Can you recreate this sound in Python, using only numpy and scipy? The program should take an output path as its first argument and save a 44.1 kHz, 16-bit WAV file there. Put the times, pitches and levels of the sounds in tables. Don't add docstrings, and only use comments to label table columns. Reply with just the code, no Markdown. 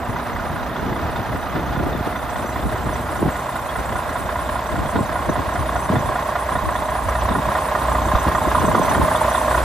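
import sys
import numpy as np
from scipy import signal
from scipy.fft import rfft, irfft, next_fast_len
from scipy.io import wavfile
from scipy.ndimage import uniform_filter1d

SR = 44100
rng = np.random.default_rng(int(sys.argv[2]) if len(sys.argv) > 2 else 0)


def pcm_store(signal):
    levels = np.round(np.clip(np.atleast_2d(signal), -1, 1) * 32767)
    wavfile.write(sys.argv[1], SR, levels.astype(np.int16).T)


N = 425105
T = np.arange(N) / SR
FFT_SIZE = next_fast_len(N)
BIN_HZ = np.fft.rfftfreq(FFT_SIZE, 1 / SR)

# (time [s], firings so far [count])
FIRING_COUNT = [(0, .28), (3.3, 99.45), (5.7, 171.445), (6.3, 189.48), (7.2, 216.55), (9.64, 289.99)]
# (time [s], nearness [dB], view [0 at the side, 1 in front, 2 close to the grille])
MIC_WALK = [(0, -24, 0.055), (.7, -23.5, 0.071), (2, -23.5, 0.067), (3, -23.5, 0.38), (4, -22.5, 0.61),
            (5, -23, 0.83), (6, -21.5, 1), (7, -21.5, 1.4), (7.7, -19.5, 1.6), (8.3, -18.5, 2.2),
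            (8.9, -18, 1.94), (9.64, -17.5, 1.3)]
# (pitch [Hz], width [Hz], lag [s], level at each of 3 views [dB],
# 6 cylinder weights from the side [dB], 6 from the front [dB])
BLOCK_MODES = [(618, 26, 0.00064, -23.5, -5, -6, -4, -8, 4, -3.5, 9.5, -7, -5.5, -0.5, -3.5, 3.5, -2.5, -1.5),
               (712, 45.7, 0.0025, -10.5, -12, -15.5, -3.5, 3.5, -1, 4, -2.5, 1, 0.5, -8, 3, -2.5, 4.5, 13),
               (795, 53, 0.0023, -17.5, -26, -22, -11, 5, -2, -1, -3, -1.5, -1, 5, 0, -4, -5, -4),
               (884, 21.78, .001, -22.5, -17, -9.5, 4, -1, 2, -3, 4, 2, 1, 7.5, -10, -6, 5, -3),
               (982, 29.8, 0.0024, -17, -6, -5, -8, 6, -13, 4, 5, 9.5, -5, -1.5, -3, 1.5, -2.5, 2),
               (1046, 35, 0.001, -20, -6, -3, 6, 3, 3.5, 9, -11, 7.5, 3, -1.5, 0, -4, 0.5, -1),
               (1122, 35, 0.0014, -20.5, -11, -18.5, 5, 2, 5, 3, 1.5, 5, 5, 0, 6.5, 9, -8.5, -8.5),
               (1205, 44, 0.0039, -13.5, -20, -10.5, 3, -6, 11, 0, -3, 7, -4, -9, -3, 10, 4, 12.5),
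               (1432, 45, 0.0015, -13, -16, -18, 11, -5, -3, -4, -1, 7, -7, -15, 1, -6, 2, 16.5),
               (1654, 100, 0.0032, -24, -18.5, -18.5, -11, 3, -7, 8, 1, 3, -12, -5, -6, 4, 7, -0.5),
               (1853, 70, .002, -19.5, -19, -19.5, -11, -1, -2, 4, 1, 8, -17, -4, -1, 4.5, 0, 10),
               (2010, 50, 0.0016, -19, -21.5, -26, -4, -10, -3.5, -2, 3.5, 4.5, -5, -3.5, -2, 5, 2, 6),
               (2520, 89.4, 0.0042, -28, -31, -33, -3, 2, 1, 0, 0, 2, 2, 0, 0, 1, -1, 5),
               (3515, 90, 0.0032, -28.5, -34, -35.5, -5, -4, 2, -1, 0, 8.5, -16, -6, 3, 0, 2, 11)]
# (frequency [Hz], relative level [dB])
ROAR_SPECTRUM = [(30, -39), (60, -1.5), (150, -4.5), (420, -7.5), (620, 0.5), (800, -0.5), (1050, -3.5),
                 (1500, -6.5), (2050, -12), (2300, -17), (4000, -23.5), (5500, -29), (7000, -37),
                 (9000, -38.5)]
# (time [s], level [dB], pitch [Hz])
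BELT_SQUEAKS = [(0.1002, -46, 6100), (1.3927, -49, 6090), (1.591, -49, 6200), (1.7619, -49, 5880),
                (2.0657, -44, 6100), (2.1685, -45, 6090), (2.2932, -40, 6050), (2.4566, -40, 6050),
                (2.4972, -43, 6050), (2.9327, -38, 6000), (3.1607, -41, 6020), (3.3248, -46, 6050),
                (3.3882, -45, 6120), (4.6638, -42, 5900), (4.8978, -42, 6030), (5.0554, -44, 5910),
                (5.2909, -35, 6020), (5.5313, -39, 5900), (5.5912, -42, 6060), (5.76, -43, 6020),
                (5.8356, -40, 6090), (5.9888, -40, 6100), (6.7376, -41, 6040), (6.8977, -46, 6100),
                (7.0853, -40, 6070), (7.1916, -40, 6000), (7.2549, -42, 5850), (7.5887, -47, 6300),
                (8.0536, -38, 6200), (8.1933, -35, 6100), (8.3494, -38, 6020), (8.4214, -44, 6030),
                (8.5909, -35, 6000), (8.6577, -34, 6160), (8.751, -42, 6200), (8.7879, -38, 6160),
                (8.8273, -32, 5960), (8.8598, -43, 6100), (8.8922, -30, 6030), (9.0848, -44, 6100),
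                (9.2968, -34, 6130), (9.3816, -39, 6000), (9.4464, -37, 6100), (9.5522, -37, 6100)]
# (time [s], level [dB], pitch [Hz])
INJECTOR_TICKS = [(0.4968, -43, 3560), (0.7622, -38, 3600), (1.1603, -38, 3620), (1.7958, -41, 3210),
                  (1.929, -36, 3650), (2.158, -40, 3490), (2.5566, -49, 3630), (3.5583, -39, 3680),
                  (3.6895, -33, 3430), (4.1599, -39, 3530), (4.3919, -38, 3500), (4.4623, -39, 3430),
                  (4.8604, -36, 3370), (4.9576, -35, 3700), (5.6875, -39, 3550), (5.8865, -41, 3660),
                  (5.9584, -33, 3580), (6.1559, -41, 3520), (6.562, -37, 3730), (6.7575, -31.5, 3505),
                  (7.1911, -40, 3270), (7.2868, -34, 3680), (7.3223, -34, 3560), (7.5532, -38, 3700),
                  (7.8216, -37, 3500), (8.1529, -31, 3550), (8.4926, -35, 3670), (8.5495, -41, 3620),
                  (8.5929, -34, 3400), (8.7261, -36, 3200), (8.8827, -40, 3470), (8.9466, -33, 3160),
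                  (9.1551, -27, 3530), (9.3257, -36, 3540), (9.3521, -27.5, 3500), (9.4848, -38, 3580)]
# (frequency [multiple of the firing rate], relative level [dB])
EXHAUST_ORDERS = [(1.5, -12), (2, 0), (2.5, -11), (3, -12), (4, -15)]
# (time [s], level [dB])
EXHAUST_LEVEL = [(0, -39), (1.0, -62), (1.9, -32), (2.35, -43), (2.6, -34), (3.3, -38), (3.45, -40.5),
                 (4.45, -35.5), (5.5, -33.5), (6.9, -36), (7.11, -25.5), (7.28, -24), (7.4, -34),
                 (7.76, -34), (7.89, -26), (9.37, -36), (9.64, -23.5)]
# (time [s], pitch [Hz], level [dB])
DRONE_TRACK = [(0, 240, -37.5), (1.2, 244.4, -44), (1.7, 236, -47), (3, 246.5, -41), (4, 244, -62),
               (9.64, 247.2, -38)]
# (frequency [Hz], relative level [dB])
HISS_SPECTRUM = [(5500, -2), (7000, 2.5), (7600, 17), (8300, 6.5), (8950, 18), (9450, -16), (10200, -30),
                 (11400, 1.5), (12050, 7), (12600, -12), (14000, -3), (15500, -69)]
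# (time [s], level [dB])
HISS_LEVEL = [(0, -46.5), (1.8, -47.5), (2.5, -42), (4, -40.5), (5.5, -40.5), (7, -39), (8.3, -36),
              (9.3, -33), (9.64, -33.5)]
# (time [s], level [dB])
WHISTLE_LEVEL = [(0, -56), (2, -54), (2.5, -54), (4.3, -54.5), (5.2, -62), (7, -57), (8.3, -52),
                 (9.64, -52)]
# (time [s], level [dB])
BREEZE_LEVEL = [(0, -30.5), (1, -30), (1.9, -28), (2.2, -35), (2.6, -28), (3.1, -31), (3.4, -37.5),
                (4.5, -33.5), (5.2, -30), (6, -31), (6.3, -60), (6.8, -31.5), (7.6, -43), (8.2, -29),
                (9, -25), (9.3, -53)]
# (middle time [s], length [s], peak level [dB], sharpness [0-1])
WIND_GUSTS = [(0.5, 0.051, -38, 0.7), (0.916, 0.39, -27.5, 0.86), (1.193, 0.045, -19.5, 0.02),
              (1.362, 0.12, -25, 0.6), (1.576, 0.098, -22, 1), (1.846, 0.3, -23, 0.76),
              (2.073, 0.019, -19, 0.93), (2.177, 0.055, -32, 0.9), (2.67, 0.087, -20, 0.33),
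              (2.9, 0.24, -26.5, 0.46), (3.238, 0.13, -20, 0.9), (3.268, .07, -20.5, 0.2),
              (3.798, 0.062, -23.5, 0.4), (3.94, 0.15, -26, 0.45), (4.092, 0.046, -27, 0.7),
              (4.79, 0.21, -24.5, 0.65), (4.98, 0.11, -17, 0.96), (5.3, 0.077, -23, 0.87),
              (5.39, 0.079, -22, 0.7), (5.603, 0.075, -21, 0.1), (5.954, 0.14, -18, 0.87),
              (6.084, 0.15, -26, 0.6), (6.554, 0.081, -22, 0.2), (6.667, 0.1, -23, 0.4),
              (7.065, 0.06, -23, 0.06), (7.2, .05, -32, 0.3), (7.254, 0.054, -24, 0.1),
              (7.312, 0.048, -17.5, .4), (7.356, 0.16, -23.5, 1), (7.48, 0.051, -24, 0.25),
              (7.936, 0.13, -28, 1), (8.074, 0.039, -19.5, 0.23), (8.158, 0.024, -12, 0),
              (8.275, 0.05, -23, .6), (8.477, 0.039, -22.5, 0.6), (8.66, 0.24, -23.5, 0.6),
              (8.743, 0.3, -21.5, 0.95), (9.012, 0.15, -19, 0.77), (9.568, 0.28, -29.5, 1)]
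# (frequency [Hz], relative level [dB])
DULL_WIND_SPECTRUM = [(25, -13), (50, 6), (80, 8.5), (140, -6), (300, -29), (700, -81)]
SHARP_WIND_SPECTRUM = [(25, -26), (50, -23), (120, 2.5), (300, 3), (500, -5.5), (900, -7.5), (1500, -77)]
# (time [s], strength [dB], mid-sweep pitch [Hz], left minus right [dB])
STRONG_EDDIES = [(0.886, -18, 183, 4), (1.569, -8, 382, 3), (1.675, -13, 169, 0.5), (1.769, -5, 190, -3),
                 (1.795, -6, 261, 0.5), (1.861, -9, 485, 5), (1.947, -5.5, 293, 8), (2.007, -4.5, 131, -6),
                 (2.066, -9, 610, 0.5), (2.405, -14, 198, 3), (2.442, -10.5, 398, 10),
                 (2.652, -8, 150.6, 10), (2.667, -8, 161, 3), (3.225, 2, 253, -3), (3.276, -3, 202, 6),
                 (5.004, 1, 185, 2), (5.292, 0, 292, 3), (5.378, -8, 232, 3), (5.605, -5, 151, 0.5),
                 (5.898, 2, 153, 1), (5.932, -1, 240, 2), (5.967, 2, 145, 1), (7.306, -4.5, 306, 4),
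                 (7.377, -7, 219, 0.5), (8.134, -2, 146, 3), (8.746, 0, 397, 2), (8.792, 2, 364, 3)]
# (frequency [Hz], left lead [rad])
STEREO_PHASE = [(0, 0.4), (430, -0.1), (3100, 0.73), (4050, 0), (5170, 0), (5940, -1.6), (6720, -0.3),
                (7580, -3.0), (10200, -3.3), (10800, -3.3), (11300, -5.7), (12100, -5.4), (12400, -6.3),
                (15200, -6.3)]
# (frequency [Hz], left minus right [dB])
STEREO_BALANCE = [(60, -3), (120, -2), (240, 0.5), (480, -1), (950, -3), (1400, -3.5), (1890, -1),
                  (3770, 2), (7520, 0), (15000, -0.5)]
# (frequency [Hz], likeness [0-1])
STEREO_LIKENESS = [(60, 0.94), (300, 0.98), (1000, 0.89), (2500, 0.85), (4500, 0.55), (7000, 0.9),
                   (9000, 0.97), (11500, 0.77), (12200, 0.86), (12800, .999)]


def block_knock(firings, view):
    jitter_s, rise_s, hold_s, fall_s = 0.00007, 0.0015, 0.0125, 0.02
    tail, core_hz = 0.33, 1040
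    number = np.arange(1, int(firings[-1]))
    cylinder = number % 6
    late, force, *mode_chances = rng.standard_normal((len(number), 2 + len(BLOCK_MODES))).T
    fired = np.clip(np.searchsorted(firings, number) + (late * jitter_s * SR).astype(int), 0, N - 1)
    frontness = np.clip(view[fired], 0, 1)
    since = np.arange(3000) / SR
    phase = np.array([[0], [np.pi / 2]])
    out = 0
    for (hz, width, lag, *levels_db), chance in zip(BLOCK_MODES, mode_chances):
        t = np.maximum(since - lag, 0)
        hard = tail + (1 - tail) * np.exp(-(t / (hold_s * max(1000 / hz, 1))) ** 4)
        decay = np.exp(-t / (fall_s + 0.39 / width))
        attack = (1 - np.exp(-t / (rise_s + 0.5 / hz))) ** 2
        envelope = hard * decay * attack
        slip_cycles = min(abs(hz - core_hz) / 250, 1) * rng.random(6)[cylinder]
        arrival = np.minimum(fired + (slip_cycles * SR / hz).astype(int), N - 1)
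        side_db, front_db = np.reshape(levels_db[3:], (2, 6))[:, cylinder]
        uneven_db = 1.05 * force + (0.5 + hz / 4000) * chance
        blows = np.zeros(N)
        blows[arrival] = gain_of(side_db + frontness * (front_db - side_db) + uneven_db)
        ring = envelope * np.sin(2 * np.pi * hz * (since - 0.009) + phase)
        struck = unit_rms(signal.oaconvolve(blows[None], ring, axes=1)[:, :N])
        locked = 0.88 * np.exp(-(hz / 2500) ** 4)
        swell = unit_rms(signal.oaconvolve(blows, envelope)[:N])
        loose_gain = np.sqrt(1 - locked) * swell + 0.1
        loose = loose_gain * wavering_tones(hz, width, min(60 + hz / 18, 500))
        level = np.interp(view, np.arange(3), gain_of(levels_db[:3]))
        out = out + (np.sqrt(locked) * struck + loose) * level
    return out


def fan_and_gear_roar(firings):
    repeat_share = 0.62 / (1 + (BIN_HZ / 2150) ** 10) / (1 + (450 / (BIN_HZ + 1)) ** 6)
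    repeating = np.sqrt(repeat_share) * rfft(valve_clatter(firings), FFT_SIZE)
    fresh = np.sqrt(1 - repeat_share) * rfft(rng.standard_normal((2, N)), FFT_SIZE)
    spectrum = repeating + fresh
    treble = 1 / (1 + (2300 / (BIN_HZ + 1)) ** 8)
    body = irfft(spectrum * (1 - treble), FFT_SIZE)[:, :N]
    grit = irfft(spectrum * treble, FFT_SIZE)[:, :N] * unit_rms(gain_of(1.3 * wander(90)))
    throb_db = 0.42 * np.cos(2 * np.pi * (firings - 0.19))
    return colour(body + grit, ROAR_SPECTRUM) * gain_of(throb_db + wander(20))


def valve_clatter(firings):
    cycle_samples, drift_s = 8800, 2.2
    patterns = rng.standard_normal((int(T[-1] / drift_s) + 2, 2, cycle_samples))
    place = (firings / 6 % 1 * cycle_samples).astype(int)
    fade, which = np.modf(T / drift_s)
    which = which.astype(int)
    leaving, coming = patterns[which, :, place].T, patterns[which + 1, :, place].T
    return np.cos(fade * np.pi / 2) * leaving + np.sin(fade * np.pi / 2) * coming


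def belt_squeak(firings, near_db):
    faint = ping_per_firing(firings, near_db - 27, lag_firings=0.12, spread_db=5, hz=6070, stray_hz=70)
    return pings(list(BELT_SQUEAKS) + faint, rise_s=0.004, fall_s=0.010, waver_hz=65)


def injector_ticks(firings, near_db):
    faint = ping_per_firing(firings, near_db - 21, lag_firings=0.15, spread_db=3, hz=3560, stray_hz=200)
    return pings(list(INJECTOR_TICKS) + faint, rise_s=0.00084, fall_s=0.013, waver_hz=150)


def exhaust_hum(firings):
    tones = 0
    for order, db in EXHAUST_ORDERS:
        level = gain_of(db + 1.2 * wander(3.7))
        tones = tones + level * np.sin(2 * np.pi * order * firings + 0.98 * wander(0.67))
    return np.sqrt(2) * tones * gain_of(curves(EXHAUST_LEVEL)[0])


def thin_drone():
    hz, db = curves(DRONE_TRACK)
    level = np.sqrt(2) * gain_of(db + wander(3.6))
    return level * np.sin(2 * np.pi * np.cumsum(hz) / SR + 2 * wander(5.8))


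def turbo_hiss(firings):
    hz, _, frames = signal.stft(rng.standard_normal((2, N)), SR, nperseg=256)
    patches = uniform_filter1d(rng.standard_normal(frames.shape[1:]), size=3, axis=0)
    patches = unit_rms(uniform_filter1d(patches, size=9, axis=1))
    patch_db = 4.6 * patches * np.exp(-((hz[:, None] - 8600) / 1800) ** 2)
    _, patchy = signal.istft(frames * gain_of(patch_db), SR, nperseg=256)
    air = colour(patchy[:, :N], HISS_SPECTRUM)
    twitter = wavering_tones(9110, 170, 70) * gain_of(-5 + 6.5 * np.minimum(wander(25), 1.3))
    whistle = wavering_tones(12060, 59.7, 206) * gain_of(curves(WHISTLE_LEVEL)[0] + 2.7 * wander(90))
    throb_db = -0.6 * np.cos(2 * np.pi * (firings - 0.23))
    return (air + twitter) * gain_of(curves(HISS_LEVEL)[0] + throb_db) + whistle


def wind_buffet():
    power, sharpness = gusts()
    likeness = 0.56
    mid, side = rng.standard_normal((2, N)) * gain_of(3.1 * wander(51, channels=2))
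    side *= np.sqrt((1 - likeness) / (1 + likeness))
    lumps = np.array([mid + side, mid - side])
    dull = np.sqrt(1 - sharpness) * colour(lumps, DULL_WIND_SPECTRUM)
    sharp = np.sqrt(sharpness) * colour(lumps, SHARP_WIND_SPECTRUM)
    return unit_rms(dull + sharp) * np.sqrt(power) + eddy_thumps(power * sharpness)


def gusts():
    power = gain_of(curves(BREEZE_LEVEL)[0] + 2 * wander(12)) ** 2
    sharp_power = 0.44 * power
    for middle, length, db, sharpness in WIND_GUSTS:
        span = slice(*np.searchsorted(T, [middle - length / 2, middle + length / 2]))
        swell = gain_of(db) ** 2 * np.cos(np.pi * (T[span] - middle) / length) ** 2
        power[span] += swell
        sharp_power[span] += sharpness * swell
    return power, np.clip(sharp_power / power, 0, 1)


def eddy_thumps(sharp_power):
    per_s, low_hz, high_hz = 4, 135, 300
    out, t = np.zeros((2, N + 2000)), np.arange(2000) / SR
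    when, height, side = rng.random((int(per_s * N / SR), 3)).T
    times = when * T[-1]
    levels_db = 10 * np.log10(np.interp(times, T, sharp_power)) - 5
    lesser = zip(times, levels_db, low_hz + height * (high_hz - low_hz), 8 * side - 2)
    envelope = (1 - np.exp(-t / 0.0038)) ** 2 * np.exp(-t / 0.006)
    for start, db, hz, pan_db in list(STRONG_EDDIES) + list(lesser):
        cycles = hz * (0.408 * t + 0.0121 * (1 - np.exp(-t / 0.00358)))
        eddy = np.sin(2 * np.pi * (cycles + rng.random())) * envelope
        at = round(start * SR)
        out[:, at:at + len(t)] += gain_of(db + np.array([[pan_db], [-pan_db]]) / 2) * eddy
    return out[:, :N]


def stereo_image(sound):
    direct, scattered = rfft(sound, FFT_SIZE)
    likeness = np.clip(per_bin(STEREO_LIKENESS), 0, 1)
    right = likeness * direct + np.sqrt(1 - likeness ** 2) * scattered
    half_shift = gain_of(per_bin(STEREO_BALANCE) / 2) * np.exp(0.5j * per_bin(STEREO_PHASE))
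    return irfft(np.array([direct * half_shift, right / half_shift]), FFT_SIZE)[:, :N]


def ping_per_firing(firings, level_db, lag_firings, spread_db, hz, stray_hz):
    at = np.searchsorted(firings, np.arange(1, int(firings[-1])) + lag_firings)
    strength, height = rng.standard_normal((len(at), 2)).T
    return list(zip(at / SR, level_db[at] + spread_db * np.minimum(strength, 1), hz + stray_hz * height))


def pings(rows, rise_s, fall_s, waver_hz):
    out, t = np.zeros((2, N + 2000)), np.arange(2000) / SR
    envelope = (1 - np.exp(-t / rise_s)) ** 2 * np.exp(-t / fall_s)
    envelope /= envelope.max()
    drift = 2 * np.pi * np.cumsum(waver_hz * wander(200, channels=2), axis=1) / SR
    drift = np.pad(drift, ((0, 0), (0, len(t))))
    for start, db, hz in rows:
        span = slice(round(start * SR), round(start * SR) + len(t))
        out[:, span] += gain_of(db) * envelope * np.sin(2 * np.pi * hz * t + drift[:, span])
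    return out[:, :N]


def wavering_tones(hz, stray_hz, pace_hz):
    pitch = hz + stray_hz * wander(pace_hz, channels=2)
    return np.sqrt(2) * np.sin(2 * np.pi * np.cumsum(pitch, axis=1) / SR)


def wander(hz, channels=1):
    hop = 32
    steps = rng.standard_normal((channels, N // hop + 4000))
    lowpass = signal.butter(2, hz, fs=SR / hop, output="sos")
    slow = unit_rms(signal.sosfiltfilt(lowpass, steps)[:, 2000:-1990])
    return np.squeeze([np.interp(np.arange(N) / hop, np.arange(len(row)), row) for row in slow])


def colour(x, spectrum):
    return unit_rms(irfft(rfft(x, FFT_SIZE) * gain_of(per_bin(spectrum)), FFT_SIZE)[..., :N])


def per_bin(table):
    hz, value = np.transpose(table)
    return np.interp(np.log(BIN_HZ + 1), np.log(hz + 1), value)


def curves(table):
    times, *columns = np.transpose(table)
    return [np.interp(T, times, column) for column in columns]


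def gain_of(db):
    return 10 ** (np.asarray(db) / 20)


def unit_rms(x):
    return x / np.sqrt(np.mean(x ** 2) + 1e-20)


def scene():
    firings = curves(FIRING_COUNT)[0]
    near_db, view = curves(MIC_WALK)
    knock = gain_of(-3.5) * block_knock(firings, view)
    roar = gain_of(-4.5 - 0.37 * view) * fan_and_gear_roar(firings)
    small_parts = belt_squeak(firings, near_db) + injector_ticks(firings, near_db)
    engine_bay = (knock + roar) * gain_of(near_db) + small_parts + turbo_hiss(firings)
    return stereo_image(engine_bay) + exhaust_hum(firings) + thin_drone() + wind_buffet()


def record(dry):
    lowpass = signal.firwin(1023, cutoff=15630, window=("kaiser", 10), fs=SR)
    return signal.oaconvolve(dry, lowpass[None], "same")


dry = scene()
out = record(dry)
pcm_store(out)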